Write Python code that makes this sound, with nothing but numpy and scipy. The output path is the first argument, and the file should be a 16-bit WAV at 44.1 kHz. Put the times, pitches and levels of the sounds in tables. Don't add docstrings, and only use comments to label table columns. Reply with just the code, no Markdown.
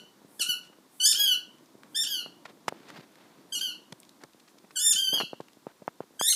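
import sys
import numpy as np
from scipy import signal
from scipy.fft import rfft, irfft
from scipy.io import wavfile

SR = 44100
rng = np.random.default_rng(int(sys.argv[2]) if len(sys.argv) > 2 else 0)


def ratio(d):
    e = np.asarray(d, float) / 20
    return 10 ** e


def pcm_store(signal):
    levels = np.round(np.clip(np.atleast_2d(signal), -1, 1) * 32767)
    wavfile.write(sys.argv[1], SR, levels.astype(np.int16).T)


N = 280035
RUN_IN = SR // 4

# start_s, pitch_hz, level_db
SQUEEZE_NOTES = [
    [(0.397, 1678, -32), (0.403, 1502, -33.5), (0.415, 1454, -21)],
    [(1.003, 1475, -28.5), (1.02, 1478, -25), (1.04, 1552, -20), (1.055, 1543, -21.5), (1.058, 1706, -22.5),
     (1.08, 1745, -19.5), (1.103, 1801, -26.5), (1.117, 1785, -20)],
    [(1.95, 1561, -31.5), (1.963, 1782, -25.5), (1.99, 1795, -25), (1.995, 1785, -28), (2.03, 1832, -24.5)],
    [(3.525, 1573, -30), (3.548, 1622, -30.5), (3.553, 1444, -25.5), (3.582, 1463, -30)],
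    [(4.76, 1588, -33.5), (4.768, 1494, -29.5), (4.788, 1457, -29.5), (4.792, 1647, -31),
     (4.812, 1724, -27.5), (4.835, 1788, -24), (4.87, 1795, -20), (4.895, 1768, -25), (4.918, 1774, -19.5)],
]
# start_s, pitch_hz, level_db
HARD_BITE = [(6.197, 1553, -29.5), (6.245, 1784, -27.5), (6.27, 1780, -24.5), (6.273, 1917, -25),
             (6.29, 1874, -18), (6.293, 2120, -22.5), (6.308, 2146, -19), (6.324, 2058, -18),
             (6.327, 1489, -24.5)]
# start_s, pitch_hz, level_db
RELEASE_NOTES = [
    [(0.462, 1441, -32), (0.487, 1489, -35), (0.495, 1504, -19.5), (0.515, 1450, -25.5), (0.54, 1374, -36)],
    [(1.146, 1417, -32.5), (1.16, 1556, -24.5), (1.175, 1650, -32.5), (1.195, 1650, -21),
     (1.248, 1647, -21), (1.27, 1537, -28), (1.29, 1541, -23.5), (1.325, 1489, -23)],
    [(2.064, 1442, -37), (2.074, 1546, -27), (2.085, 1656, -36.5), (2.118, 1642, -27), (2.165, 1488, -30.5),
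     (2.205, 1434, -35.5)],
    [(3.614, 1508, -21.5), (3.623, 1626, -34), (3.645, 1555, -29), (3.67, 1475, -31.5),
     (3.705, 1434, -36.5)],
]
# start_s, pitch_hz, level_db
LONG_RELEASE = [(4.961, 1496, -24), (4.972, 1536, -25.5), (4.99, 1598, -22), (5.04, 1565, -26),
                (5.09, 1526, -24.5), (5.122, 1570, -29), (5.148, 1641, -22.5), (5.17, 1524, -31),
                (5.195, 1459, -28.5)]
# start_s, pitch_hz, level_db
EARLIER_RELEASE = [(-.16, 1520, -16), (-.1, 1441, -32.5)]
# frequency_hz, level_db
SQUEEZE_COLOUR = [(820, -31.5), (1400, -15.5), (2320, -20), (2920, 2), (3430, -4), (4030, -3), (4920, -7.5),
                  (7290, -7), (9860, -10), (10900, -12), (15500, -31)]
# frequency_hz, level_db
RELEASE_COLOUR = [(820, -18), (1400, -16.5), (2270, -8), (3190, 3.5), (3870, -3.5), (4540, -8.5),
                  (5390, -11.5), (6530, -13), (8480, -32.5), (10300, -13.5), (15500, -24)]
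# partial1_db, partial2_db, partial3_db, brightness_db_per_octave, stall_s
SQUEEZE_GRIP = [(5, 2, 1, 5.5, 0.025), (-4.5, -3.5, 1, 1.5, 0.021), (1, 6, 3.5, 1.5, 0.028),
                (-2, 4, 0.5, 3.5, 0.0204), (-6.5, -8.5, -3.5, 1.5, 0.027), (7.5, 3.5, 1.5, 7, 0.019)]
RELEASE_GRIP = [(2, 1.4, -0.5, 4, .025), (-0.5, 0.58, 0.5, 3.7, .035), (5.5, 3.7, 5.5, 6.2, 0.0335),
                (-1, 2.1, 3, 4.5, 0.029), (-3.5, 2.8, 4, 4.1, .043), (-2, 1.1, -0.5, 6, 0.0463)]
SQUEEZE_ROUGH = [.16, .14, .08, .06, .04, .12]
RELEASE_ROUGH = [.1, .22, .2, .06, .05, .1]
# lead_s, below_first_note_db, dulling_db_per_octave, extra_roughness_0_to_1, settling_s
BITE_START = (.006, 24, 8.8, 0.11, 0.0088)
SWELL_START = (.005, 14, 3, 0.28, 0.017)
# pitch_hz, fall_share_at_half_time, fade_db, dulling_db_per_octave, roughness_0_to_1
BITE_END = (1310, .7, 14, 2.5, 0.92)
SWELL_END = (1330, .55, 14.5, 3.2, .5)
# time_s, half_pitch_level_db
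HALF_PITCH = [(1.17, -50), (1.2, -8), (1.25, -10), (1.3, -41.5)]
# squeak_s, lead_s, level_db
AIR_LEAK = [
    (0.391, 0.14, -56),
    (.996, 0.11, -55.5),
    (1.942, 0.063, -61),
    (3.517, .04, -63),
    (4.754, .06, -60),
    (6.19, 0.068, -64.5),
]
# start_s, peak_db, ring_hz, rattle_db
KNOCKS = [(0.247, -40.5, 230, -38), (0.397, -37.5, 282, -12), (0.488, -40.5, 190, -26),
          (1.752, -39.5, 303, -31), (2.261, -33.5, 576, -19), (2.367, -45, 284, -18),
          (2.455, -34.5, 1060, -10.5), (2.682, -12, 985, -26.5), (2.724, -26, 560, -44),
          (2.987, -36.5, 160, -17), (3.923, -35.5, 230, -9), (4.235, -37.5, 212, -4),
          (4.642, -47.5, 330, -7), (4.708, -43, 1330, -16), (4.902, -43.5, 245, -32),
          (4.949, -41.5, 196, -36), (5.093, -48, 196, -18), (5.13, -25, 287, -11.5),
          (5.202, -20.5, 1030, -14.5), (5.211, -18.5, 1040, -19.5), (5.232, -32.5, 270, -13),
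          (5.332, -24, 515, -25), (5.403, -26.5, 452, -19.5), (5.57, -45.5, 290, -21),
          (5.668, -24.5, 472, -22.5), (5.82, -38.5, 259, -10), (5.879, -16.5, 784, -29.5),
          (6.005, -21.5, 485, -28), (6.212, -14.5, 930, -37)]
# start_s, length_s, level_db, bottom_hz, top_hz
RUBS = [(.245, 0.027, -64, 151, 398), (2.45, 0.015, -48.5, 600, 3880), (2.494, 0.026, -69.5, 410, 3430),
        (2.679, 0.013, -33, 800, 6060), (2.883, 0.015, -54, 1000, 5860), (3.923, 0.0053, -39.5, 300, 4770),
        (4.202, 0.054, -58, 610, 1190), (4.215, 0.0069, -61, 2020, 7000), (4.236, 0.0039, -40.5, 307, 5660),
        (4.397, 0.0097, -58.5, 1480, 4660), (4.476, 0.013, -57, 795, 4400), (4.486, 0.029, -66, 3040, 9000),
        (4.582, 0.0072, -56, 1010, 5300), (4.707, 0.0096, -55, 500, 3970), (5.13, 0.064, -44, 200, 1070),
        (5.203, .018, -52, 297, 1650), (5.677, 0.049, -59.5, 302, 1610), (6.013, .025, -58.5, 495, 1500),
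        (0.621, 0.065, -62, 2500, 5030), (0.724, 0.017, -60, 600, 1290)]
# start_s, peak_db, resonance_hz
TICKS = [(0.182, -73, 3600), (1.5848, -46.5, 2980), (1.6594, -46, 3900), (1.834, -35.5, 1500),
         (2.9025, -33.5, 1680), (3.156, -39.5, 1570), (4.0018, -34, 9270), (4.032, -39, 3400),
         (4.051, -45, 3270), (4.093, -39, 4570), (4.171, -59, 4120), (4.334, -45.5, 2980),
         (4.6474, -52, 1990), (5.407, -40.5, 4500), (5.4843, -40, 2020), (5.5328, -45, 4380)]
# centre_s, level_db, half_length_s
RUSTLE = [
    (2.496, -54.5, 0.021),
    (3.04, -55.5, .012),
    (2.806, -57.5, 0.14),
    (2.89, -50, 0.027),
    (2.976, -47.5, 0.042),
    (3.197, -63, 0.16),
    (3.3, -64, 0.26),
]
# frequency_hz, density_db
RUSTLE_COLOUR = [(120, 0.5), (250, 0), (600, -3), (1500, -6.5), (4500, -13.5), (8000, -30), (14000, -33)]
# frequency_hz, density_db
HUM_COLOUR = [(59, -56), (100, -13.5), (313, -4.5), (429, -13), (808, -16.5), (977, -14.5), (1290, -19.5),
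              (2870, -27.5), (3540, -24), (14200, -32), (15500, -36)]
# time_s, level_db
HUM_LEVEL = [(0.0, -60.5), (0.99, -63), (1.7, -59.5), (2.92, -57.5), (3.13, -61), (3.54, -57.5),
             (4.42, -65.5), (5.36, -62.5), (5.46, -66), (6.35, -65.5)]
# frequency_hz, t60_s
ROOM_T60 = [(500, 0.77), (3000, 0.39), (6000, 0.41), (12000, 0.083)]


def rms_one(x):
    return x / np.sqrt(np.mean(x ** 2) + 1e-20)


def at_hz(points, hz):
    points_hz, points_db = np.transpose(points)
    return np.interp(np.log(hz), np.log(points_hz), points_db)


def drift(rate_hz, size):
    pole = np.exp(-2 * np.pi * rate_hz / SR)
    noise = rng.standard_normal(size + SR)
    return rms_one(signal.lfilter([1], [1, -2 * pole, pole * pole], noise)[SR:])


def coloured(spectrum):
    hz = np.maximum(np.arange(N // 2 + 1) * SR / N, 1)
    return rms_one(irfft(rfft(rng.standard_normal(N)) * ratio(at_hz(spectrum, hz)), N))


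def filtered(x, order, hz, kind):
    return signal.sosfilt(signal.butter(order, hz, kind, fs=SR, output="sos"), x)


def dull(x, top_hz):
    return rms_one(signal.lfilter(*signal.butter(2, top_hz, fs=SR), x))


def add(out, start_s, sound):
    i = round(start_s * SR)
    out[i:i + len(sound)] += sound[:len(out) - i]


def reed(notes, grips, roughs, colour, start, end, sag_db, flutter_db, wobble, breathy_db):
    size = N + RUN_IN
    out, shake, air = np.zeros(size), drift(260, size), rng.standard_normal(size)
    flutter = np.array([drift(42, size) for _ in range(4)])
    order = np.arange(1, 24)[:, None] / 2
    flutter_row = np.arange(len(order)) // 2 % 4
    for rows, (*grip_db, bright, stall_s), steady in zip(notes, grips, roughs):
        s, *columns = stroke(rows, bright, stall_s, steady, start, end, sag_db)
        at = np.arange(round(s[0] * SR), round(s[-1] * SR) + 40)
        at = at[at < N]
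        slot = at + RUN_IN
        hz, level_db, tilt, rough = [np.interp(at / SR, s, c) for c in columns]
        rough = np.clip(rough, 0, 1)
        phase = 2 * np.pi * np.cumsum(hz * (1 + wobble * rough * shake[slot])) / SR

        partial_hz = order * hz
        gain_db = at_hz(colour, np.maximum(partial_hz, hz)) + tilt * np.log2(partial_hz / 3000)
        gain = ratio(gain_db) * (partial_hz < 16000)
        half_db = np.interp(at / SR, *np.transpose(HALF_PITCH))
        gain[::2] *= ratio(half_db - 5.0 * np.log2(2 * order[::2]))
        gain[1:6:2] *= ratio(grip_db)[:, None]
        gain /= np.sqrt(np.sum(gain ** 2, axis=0) / 2)
        gain *= ratio(flutter_db * flutter[flutter_row][:, slot])

        tone = np.sum(gain * np.cos(order * phase + order ** 2 * 0.53), axis=0)
        tone *= 1 + ratio(breathy_db) * rough * air[slot]
        edge = np.minimum(1, np.minimum(at - at[0], (at[-1] - at) / 5.0) / 60)
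        out[slot] += tone * edge * ratio(level_db - 2.0)
    return filtered(out, 4, 650, "high")


def stroke(rows, bright, stall_s, rough, start, end, sag_db):
    lead_s, lead_db, lead_dull, lead_rough, settle_s = start
    stall_hz, share, fade_db, end_dull, end_rough = end
    s, hz, db = np.transpose(rows)
    s = np.r_[s[0] - lead_s, s]
    db = np.r_[db[0] - lead_db, db]
    hz = np.r_[1.06 * hz[0], hz]
    young = np.exp(-(s - s[0]) / settle_s)
    tilt = bright - sag_db * (hz.max() - hz) / np.ptp(hz) - lead_dull * young
    half, fall = np.array([.5, 1]), np.array([share, 1])
    return (np.r_[s, s[-1] + stall_s * half],
            np.r_[hz, hz[-1] + (stall_hz - hz[-1]) * fall],
            np.r_[db, db[-1] - fade_db * half],
            np.r_[tilt, tilt[-1] - end_dull * half],
            np.r_[rough + lead_rough * young, rough + (end_rough - rough) * fall])


def squeaky_ball():
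    bites = reed(SQUEEZE_NOTES + [HARD_BITE], SQUEEZE_GRIP, SQUEEZE_ROUGH, SQUEEZE_COLOUR, BITE_START, BITE_END,
                 sag_db=1.5, flutter_db=3.5, wobble=0.066, breathy_db=-20.0)
    swells = reed(RELEASE_NOTES + [LONG_RELEASE, EARLIER_RELEASE], RELEASE_GRIP, RELEASE_ROUGH, RELEASE_COLOUR,
                  SWELL_START, SWELL_END, sag_db=5.5, flutter_db=2.5, wobble=0.027, breathy_db=-21.0)
    return bites + swells


def air_leak():
    t, swell = np.arange(N) / SR, np.zeros(N)
    for s, lead_s, level_db in AIR_LEAK:
        swell += ratio(level_db) * np.interp(t, [s - lead_s, s - lead_s / 2, s, s + .02], [0, 0.41, 0.69, 0])
    return swell * coloured([(4000, -40), (8000, 8.0), (10500, 9.0), (15000, 2)])


def room(x):
    t = np.arange(int(.8 * SR)) / SR
    early_t60_s, late_db, first_echo_s, room_db = 0.23, -11, 0.0008, -5.5
    tail, edges_hz = np.zeros(len(t)), 250 * 2 ** np.arange(0, 6.5, .5)
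    for low, high in zip(edges_hz, edges_hz[1:]):
        band = filtered(rng.standard_normal(len(t)), 2, [low, high], "band")
        late = ratio(late_db - 60 * t / at_hz(ROOM_T60, np.sqrt(low * high)))
        tail += band * (ratio(-60 * t / early_t60_s) + late)
    tail *= np.clip((t - first_echo_s) / 0.012, 0, 1)
    return ratio(room_db) * signal.fftconvolve(x, tail / np.sqrt(np.sum(tail ** 2)))[:len(x)]


def knocks():
    out, t = np.zeros(N), np.arange(2000) / SR
    rattle_s = .0105
    for s, peak_db, hz, rattle_db in KNOCKS:
        t60_s = .002 + 1.9 / hz
        thump = np.sin(2 * np.pi * hz * t * (1 - 12 * t))
        thump *= ratio(-60 * t / t60_s) * np.minimum(1, t * hz * 3.4)
        noise = dull(rng.standard_normal(len(t)), 1.8 * hz)
        rattle = ratio(rattle_db) * noise * np.exp(-(t / rattle_s) ** 2)
        add(out, s, ratio(peak_db + 3.0) * (thump / np.abs(thump).max() + rattle))
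    return out


def rubs():
    out = np.zeros(N)
    for s, length_s, level_db, bottom_hz, top_hz in RUBS:
        size = round(length_s * SR)
        lumps = ratio(1.27 * drift(135, size)) * signal.windows.tukey(size, .4)
        noise = filtered(rng.standard_normal(4000), 1, bottom_hz, "high")
        add(out, s, ratio(level_db) * lumps * dull(noise, top_hz)[-size:])
    return out


def hand_creak():
    size_db = -56.5 + 5.25 * np.minimum(rng.exponential(1, N), 3)
    bumps = ratio(size_db) * rng.choice([-1, 1], N) * (rng.random(N) < 22 / SR)
    return filtered(30 * bumps, 2, [160, 520], "band")


def ticks():
    out, t = np.zeros(N), np.arange(1200) / SR
    t60_s = 0.012
    for s, peak_db, hz in TICKS:
        hit = rng.standard_normal(len(t))
        hit[0] = 5.1
        burst = filtered(hit * ratio(-60 * t / t60_s), 1, [hz * .7, hz * 1.3], "band")
        add(out, s, ratio(peak_db) * burst / np.abs(burst).max())
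    return out


def quilt():
    t, power = np.arange(N) / SR, np.zeros(N)
    for s, level_db, width_s in RUSTLE:
        power += ratio(2 * level_db) * np.exp(-2 * ((t - s) / width_s) ** 2)
    clumps = ratio(2.5 * drift(60, N))
    return np.sqrt(power) * clumps * coloured(RUSTLE_COLOUR)


def hum():
    noise = ratio(-60) * coloured(HUM_COLOUR)
    bass = signal.sosfiltfilt(signal.butter(1, 900, fs=SR, output="sos"), noise)
    flicker = ratio(1.3 * drift(12, N))
    level_db = np.interp(np.arange(N) / SR, *np.transpose(HUM_LEVEL))
    return noise - bass + bass * flicker * ratio(level_db + 62.0)


def scene():
    ball, small = squeaky_ball(), ticks()
    far = np.concatenate([np.zeros(RUN_IN), ratio(-6.5) * small])
    wet_ball = (ball + room(ball + far))[RUN_IN:]
    handling = knocks() + rubs() + hand_creak()
    return (wet_ball + air_leak() + small + handling + quilt() + hum())[None]


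def band_limit(x):
    return signal.sosfilt(signal.butter(12, 15830, fs=SR, output="sos"), x)


def record(dry):
    port_hz, top_hz, circuit_db = 139, 15450, -86
    heard = filtered(dry, 4, port_hz, "high")
    murmur = dull(filtered(rng.standard_normal(N), 2, 70, "high"), 110)
    heard = heard + ratio(circuit_db) * murmur
    mix = signal.sosfilt(signal.ellip(8, .5, 60, top_hz, fs=SR, output="sos"), heard)
    return band_limit(mix)


dry = scene()
out = record(dry)
pcm_store(out)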